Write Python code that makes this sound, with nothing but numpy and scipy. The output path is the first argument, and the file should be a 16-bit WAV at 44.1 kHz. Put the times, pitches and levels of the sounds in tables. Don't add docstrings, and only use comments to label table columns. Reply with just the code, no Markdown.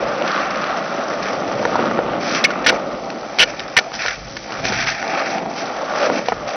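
import sys
import numpy as np
from scipy import signal
from scipy.io import wavfile
from scipy.ndimage import uniform_filter1d

SR = 44100
rng = np.random.default_rng(int(sys.argv[2]) if len(sys.argv) > 2 else 0)


def makeup_ratio(level_db):
    decades = np.asarray(level_db, float) / 20
    return 10 ** decades


def generate_wav(sig):
    pcm = np.round(np.clip(np.atleast_2d(sig).T, -1, 1) * 32767).astype(np.int16)
    wavfile.write(sys.argv[1], SR, pcm)


N = 289276


def band(x, hz, width):
    return signal.lfilter(*signal.iirpeak(hz, hz / width, fs=SR), x)


def highpass(x, hz):
    return signal.sosfilt(signal.butter(2, hz, "high", fs=SR, output="sos"), x)


def unit(x):
    return x / np.sqrt(np.mean(x ** 2))


def peak(x, db):
    return makeup_ratio(db) * x / np.abs(x).max()


def curves(table):
    s, *columns = np.transpose(table)
    return [makeup_ratio(np.interp(np.arange(N) / SR, s, column)) for column in columns]


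def walk(rate):
    k = int(SR / rate)
    steps = np.repeat(rng.standard_normal(N // k + 1), k)
    return uniform_filter1d(uniform_filter1d(steps, k), k)[:N]


def stones(rate, spread_db, smear_s, smooth):
    hit = rng.random(N) < rate / SR
    sizes = hit * makeup_ratio(spread_db * np.minimum(rng.exponential(size=N), 5))
    tail = unit(signal.lfilter([1], [1, -np.exp(-1 / (smear_s * SR))], sizes))
    return (smooth + tail) * rng.standard_normal(N)


def ring(x, peaks):
    total = 0
    for k, (hz, width, db) in enumerate(peaks):
        total = total + (-1) ** k * makeup_ratio(db) * band(x, hz, width)
    return unit(total)


# (time [s], lower rumble [dB], upper drone [dB], low deck thrum [dB], wheel ring [dB])
ROLLING_LEVELS = [(0.0, -20, -23.5, -32, -28.5), (.15, -27.5, -26, -33, -25), (.23, -22, -24.5, -32, -26),
                  (.3, -29, -29, -31, -23), (.68, -28, -28.5, -30.5, -25), (.75, -27, -26.5, -31.5, -25.5),
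                  (1.2, -27.5, -28, -30, -30), (1.5, -26.5, -28.5, -28, -31), (1.66, -25, -29, -26, -29.5),
                  (1.8, -24.5, -25, -24, -26.5), (2.2, -26.5, -26, -26.5, -33.5),
                  (2.4, -27.5, -28.5, -26.5, -26.5), (2.62, -31.5, -31.5, -30, -33.5),
                  (2.74, -28, -27, -27, -29), (2.86, -31, -32, -32, -35.5), (3.05, -32, -33, -33.5, -37.5),
                  (3.35, -33, -30.5, -34, -41), (3.6, -33.5, -36, -36, -38.5),
                  (4.05, -40.5, -32.5, -44, -43), (4.4, -41, -42.5, -40.5, -49),
                  (4.48, -34.5, -33, -30, -46), (4.54, -35, -30, -30, -29), (4.6, -33, -30.5, -32, -39),
                  (4.75, -37, -28.5, -31, -43), (4.98, -42, -31, -40.5, -48),
                  (5.08, -33.5, -26, -31.5, -39), (5.21, -27, -20.5, -36.5, -23),
                  (5.28, -33, -28, -29.5, -47), (5.36, -29.5, -21.5, -27.5, -46),
                  (5.52, -35.5, -30.5, -32, -42.5), (5.85, -30.5, -29, -35, -30),
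                  (6.05, -16, -19, -30.5, -21.5), (6.12, -20, -27, -23, -35),
                  (6.17, -30, -22.5, -25.5, -32), (6.24, -30.5, -31, -40, -39),
                  (6.35, -37, -33, -38, -35.5), (6.44, -34, -32.5, -40, -36.5),
                  (6.56, -24, -25.5, -40, -28)]
# (centre [Hz], width [Hz], level within the group [dB])
RUMBLE_PEAKS = [(530.6, 116, -7), (603, 44.6, -1)]
DRONE_PEAKS = [(665.5, 44, -3.5), (780.3, 44.7, -3), (876, 88, -10.5)]
THRUM_PEAKS = [(134, 66, -6), (196, 110, 2.5), (338, 247, -1.5)]
WHEEL_PEAKS = [(1127, 250, -2.5), (1395, 427, -2.5), (1800, 297, -7), (3030, 3100, -22)]


def rolling():
    jolts = stones(rate=1000, spread_db=3.1, smear_s=0.00041, smooth=1.31) * makeup_ratio(0.76 * walk(11))
    groups = (RUMBLE_PEAKS, DRONE_PEAKS, THRUM_PEAKS, WHEEL_PEAKS)
    total = np.zeros(N)
    for gain, peaks in zip(curves(ROLLING_LEVELS), groups):
        waver = makeup_ratio(2.0 * walk(14))
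        total += gain * waver * ring(jolts, peaks)
    return highpass(total, 100)


SPREAD = 0.55

# (time [s], crack peak [dB], crack centre [Hz], knock peak [dB], contact time [s])
DECK_BLOWS = [(.222, -10, 2800, -15, 0.0018), (0.277, -10.5, 3200, -30, 0.003),
              (.316, -10, 3600, -30, .0024), (0.5578, -11.5, 2300, -19, .0012),
              (.6409, -12.5, 1400, -22, .0026), (.668, -16, 1240, -31, .0031),
              (1.256, -16, 1600, -23, 0.0025), (1.2846, -13, 2000, -23, .0023),
              (1.628, -22, 4500, -16, 0.0018), (1.652, -9, 1480, -2.5, 0.0028),
              (1.755, -13, 2200, -5, .004), (1.7918, -24, 1520, -7.5, .0015),
              (1.8395, -29, 1220, -8.5, .0015), (1.9116, -28, 1440, -11, 0.0022),
              (1.9893, -15, 1600, -3, 0.0017), (2.1338, -30, 1210, -15.5, 0.0029),
              (2.348, -5, 4230, -20, .004), (2.503, -16.5, 1270, -28, .011),
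              (2.6436, -14.5, 2500, -25, 0.01), (2.6626, 3.5, 1800, -13, 0.01),
              (2.6685, -0.5, 2000, -13, .009), (2.6776, -2.5, 1700, -12.5, .006),
              (2.684, -3.5, 3520, -15, .012), (2.69, 1, 2500, -11, 0.0053), (2.695, 1.5, 1950, -20, .004),
              (2.7016, -3, 1390, -6, .0037), (2.7267, -22, 1560, -12, .004),
              (3.102, -15.5, 2100, -26, 0.0034), (3.3862, -4, 3730, -37, .0041),
              (3.400, -6, 1307, -12.5, .02), (3.425, -8, 1505, -13.5, .012),
              (3.5941, -12.5, 2900, -36, 0.004), (3.6024, -13.5, 2260, -34, 0.0031),
              (3.766, 5.5, 2190, -26, 0.0067), (3.773, 10, 2180, -6, .005), (3.7861, 0, 2140, -11, 0.0077),
              (3.918, -21, 1230, -26, .0017), (3.9401, -17.5, 4400, -24.5, 0.0025),
              (4.0524, -27, 1960, -14.5, .0019), (4.0612, -8, 1900, -27, .003),
              (4.0816, -6.5, 1900, -23, 0.0041), (4.108, -11.5, 2320, -24, 0.0028),
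              (4.3674, -15, 1900, -36, .007), (4.521, -15, 1210, -25, 0.0026),
              (4.6525, -8.5, 2000, -19.5, 0.0024), (4.7226, -13, 1460, -14, .0016),
              (4.8716, -8, 2400, -37, .002), (5.027, -10, 1880, -28, .001),
              (5.3832, -13.5, 2440, -26, 0.0014), (5.460, -27, 1240, -19, .0023),
              (5.9371, -13, 1220, -13.5, 0.0013), (6.0993, -21.5, 1480, -3.5, 0.0012),
              (6.2848, -2.5, 2070, -3, 0.0033), (6.3203, -40, 1200, -8, 0.0081)]


def single_blows():
    return [(*row, SPREAD) for row in DECK_BLOWS]


# (time [s], crack peak [dB], crack centre [Hz], knock peak [dB], contact time [s])
TAIL_POP = [(2.4395, 0, 4250, -12.5, .005), (2.4415, -2, 1800, -10, .006), (2.4455, 4, 2460, -14, .009)]


def tail_pop():
    return [(*row, 0.18) for row in TAIL_POP]


def skid():
    start_s, gap_s, count = 3.3928, 0.0061, 8
    crack_db, knock_db, centre_hz = 5.5, -16.5, 2960
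    contact_s, spread = 0.005, 0.17
    rows = []
    for k in range(count):
        fade_db = 12 * (k / count) ** 4
        rows.append((start_s + k * gap_s, crack_db - fade_db, centre_hz, knock_db - fade_db, contact_s, spread))
    return rows


def stone_ticks():
    count, over_rumble_db, scatter_db = 35, 3, 2.5
    middle_hz, scatter_octaves, contact_s = 1900, 0.5, 0.0015
    s, rumble_db = np.transpose(ROLLING_LEVELS)[:2]
    rows = []
    for when, (size, pitch) in zip(rng.random(count) * N / SR, rng.standard_normal((count, 2))):
        crack_db = np.interp(when, s, rumble_db) + over_rumble_db + scatter_db * size
        hz = min(middle_hz * 2 ** (scatter_octaves * pitch), 6000)
        rows.append((when, crack_db, hz, crack_db - 7, contact_s, SPREAD))
    return rows


def contact_push(noise, crack_db, hz, knock_db, contact, spread):
    t = np.arange(len(noise)) / SR
    rise = np.minimum(t / (0.0003 + 0.12 * contact), 1)
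    click = 1.85 * np.exp(-((t - .0005) / .00008) ** 2)
    force = noise * rise * np.exp(-(t / contact) ** 2) + click
    focused = band(force, hz, np.clip(spread, .08, 1.5) * hz)
    broad = spread * band(force, 2 * hz, 4 * hz)
    crack = band(focused + broad, hz, 4.6 * hz)
    knock = band(band(band(force, 620, 1000), 560, 1200), 600, 2400)
    return peak(crack, crack_db) + peak(knock, knock_db)


# (frequency [Hz], level before the mix [dB], time to fall 60 dB [s])
DECK_MODES = [(220, -23, 0.057), (488, -0.5, 0.045), (752, -1.5, 0.086), (954, -2.5, .025),
              (1440, 3.5, 0.033), (1793, -1.5, 0.02), (2190, -1.5, 0.037), (2324, -8, 0.04),
              (2900, -4.5, 0.052), (3300, -20, 0.02), (3900, -12.5, 0.045), (4400, -12.5, 0.0096),
              (5000, -20, 0.0043), (5900, -5, 0.0039)]


def blows():
    length = 2048
    push = np.zeros(N + length)
    for s, *contact in single_blows() + tail_pop() + skid() + stone_ticks():
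        i = int(s * SR)
        push[i:i + length] += contact_push(rng.standard_normal(length), *contact)
    push = push[:N]
    modes = np.zeros(N)
    for hz, db, t60 in DECK_MODES:
        width = np.log(1000) / np.pi / t60
        modes += makeup_ratio(db) * band(push, hz, width)
    return makeup_ratio(4.5) * modes + makeup_ratio(2) * push


# (time [s], rasp [dB], hiss [dB])
GRIT_LEVELS = [(0.0, -34, -36.5), (.4, -31.5, -36), (.55, -33, -38), (1.0, -38.5, -36.5), (1.7, -36.5, -36),
               (2.1, -47.5, -44), (2.5, -30, -40), (2.9, -49, -42), (3.5, -35.5, -37.5), (3.85, -39.5, -39),
               (4.4, -41, -36.5), (4.58, -34, -34.5), (4.97, -29.5, -32), (5.45, -40, -42), (5.6, -35, -35),
               (6.4, -44, -40.5), (6.56, -33, -37)]
# (start [s], length [s], rasp [dB], hiss [dB], growth over the length [dB])
DRAGS = [(0.256, 0.032, -30, -36, -4), (.4, 0.021, -30, -33, -1.5), (1.215, 0.065, -32, -39, 1),
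         (2.194, 0.14, -36, -35, 10.5), (2.349, 0.036, -17, -18, -10), (2.707, 0.047, -31, -33.5, -4.5),
         (3.468, 0.048, -35, -37, -8), (3.926, 0.036, -31, -28, -1), (3.983, 0.14, -24, -27.5, -1),
         (4.628, .24, -24, -27, -2.5), (4.863, 0.042, -21, -24.5, -1.5), (5.03, .2, -31, -39, 6),
         (5.248, 0.13, -29.5, -36, -3.5), (5.55, .06, -36, -33, 0), (5.943, .12, -32.5, -34.5, 6.5),
         (6.12, 0.073, -28.5, -33, 1.5), (6.249, 0.036, -32, -35, -1), (6.47, 0.032, -32, -32.5, -2)]


def scuffs():
    attack_s, release_s = 0.013, 0.02
    t = np.arange(N) / SR
    gains = np.array(curves(GRIT_LEVELS))
    for s, length, rasp_db, hiss_db, growth_db in DRAGS:
        attack = np.clip((t - s) / attack_s, 0, 1)
        release = np.exp(-np.maximum(t - s - length, 0) / release_s)
        growth = makeup_ratio(growth_db * np.clip((t - s) / length, 0, 1))
        gains += makeup_ratio([[rasp_db], [hiss_db]]) * attack * release * growth
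    return gains


# (centre [Hz], width [Hz], level within the group [dB])
RASP_PEAKS = [(1440, 465, -0.3), (1900, 406, 0.57), (2310, 276, 0.7), (2720, 240, -5.5)]
HISS_PEAKS = [(3096, 350, -0.5), (4400, 2230, 0.35), (6370, 3400, 1.5)]


def scraping():
    rasp, hiss = scuffs()
    grit = stones(rate=900, spread_db=0.94, smear_s=0.0039, smooth=0.37) * makeup_ratio(0.38 * walk(19))
    grains = stones(rate=60, spread_db=1.5, smear_s=0.0027, smooth=0.05)
    crackle = ring(grit, HISS_PEAKS) + makeup_ratio(-6) * unit(band(grains, 5230, 2800))
    return highpass(rasp * ring(grit, RASP_PEAKS) + hiss * crackle, 1100)


# (centre [s], time from centre to 1/e [s], buffet [dB], flutter [dB])
WIND_GUSTS = [(0.0, .12, -43, -42), (.5, 0.093, -49, -56), (1.6, .25, -52.5, -39.5),
              (2.096, 0.17, -50, -40), (2.68, 0.072, -45, -43), (2.92, 0.074, -49, -55),
              (3.42, .06, -45, -53), (4.255, 0.12, -38.5, -42), (4.734, 0.16, -36.5, -30.5),
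              (6.375, 0.11, -46, -43)]
# (centre [Hz], width of the first of two resonances [Hz])
WIND_BANDS = [(50, 20), (125, 65)]


def wind():
    noise, t = rng.standard_normal(N), np.arange(N) / SR
    breeze_db = np.array([[-54.5], [-50]])
    gains = makeup_ratio(breeze_db + 4 * walk(18))
    for s, length, *db in WIND_GUSTS:
        gains += makeup_ratio(db)[:, None] * np.exp(-((t - s) / length) ** 2)
    total = np.zeros(N)
    for gain, (hz, width) in zip(gains, WIND_BANDS):
        total += gain * unit(band(band(noise, hz, width), hz, 2 * width))
    return total


def scene():
    return (rolling() + blows() + scraping() + wind())[None]


def low_pass(x):
    return signal.sosfilt(signal.butter(12, 15900, fs=SR, output="sos"), x)


def record(dry):
    squash, overload = 0.77, 0.72
    rounded = squash * np.tanh(dry / squash)
    rounded = signal.lfilter(*signal.butter(1, 45, "high", fs=SR), rounded)
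    narrow = signal.sosfilt(signal.ellip(14, .2, 100, 6120, fs=SR, output="sos"), rounded)
    clipped = np.clip(narrow, -overload, overload)
    out = signal.sosfiltfilt(signal.butter(1, 10500, fs=SR, output="sos"), clipped)
    return low_pass(out)


dry = scene()
out = record(dry)
generate_wav(out)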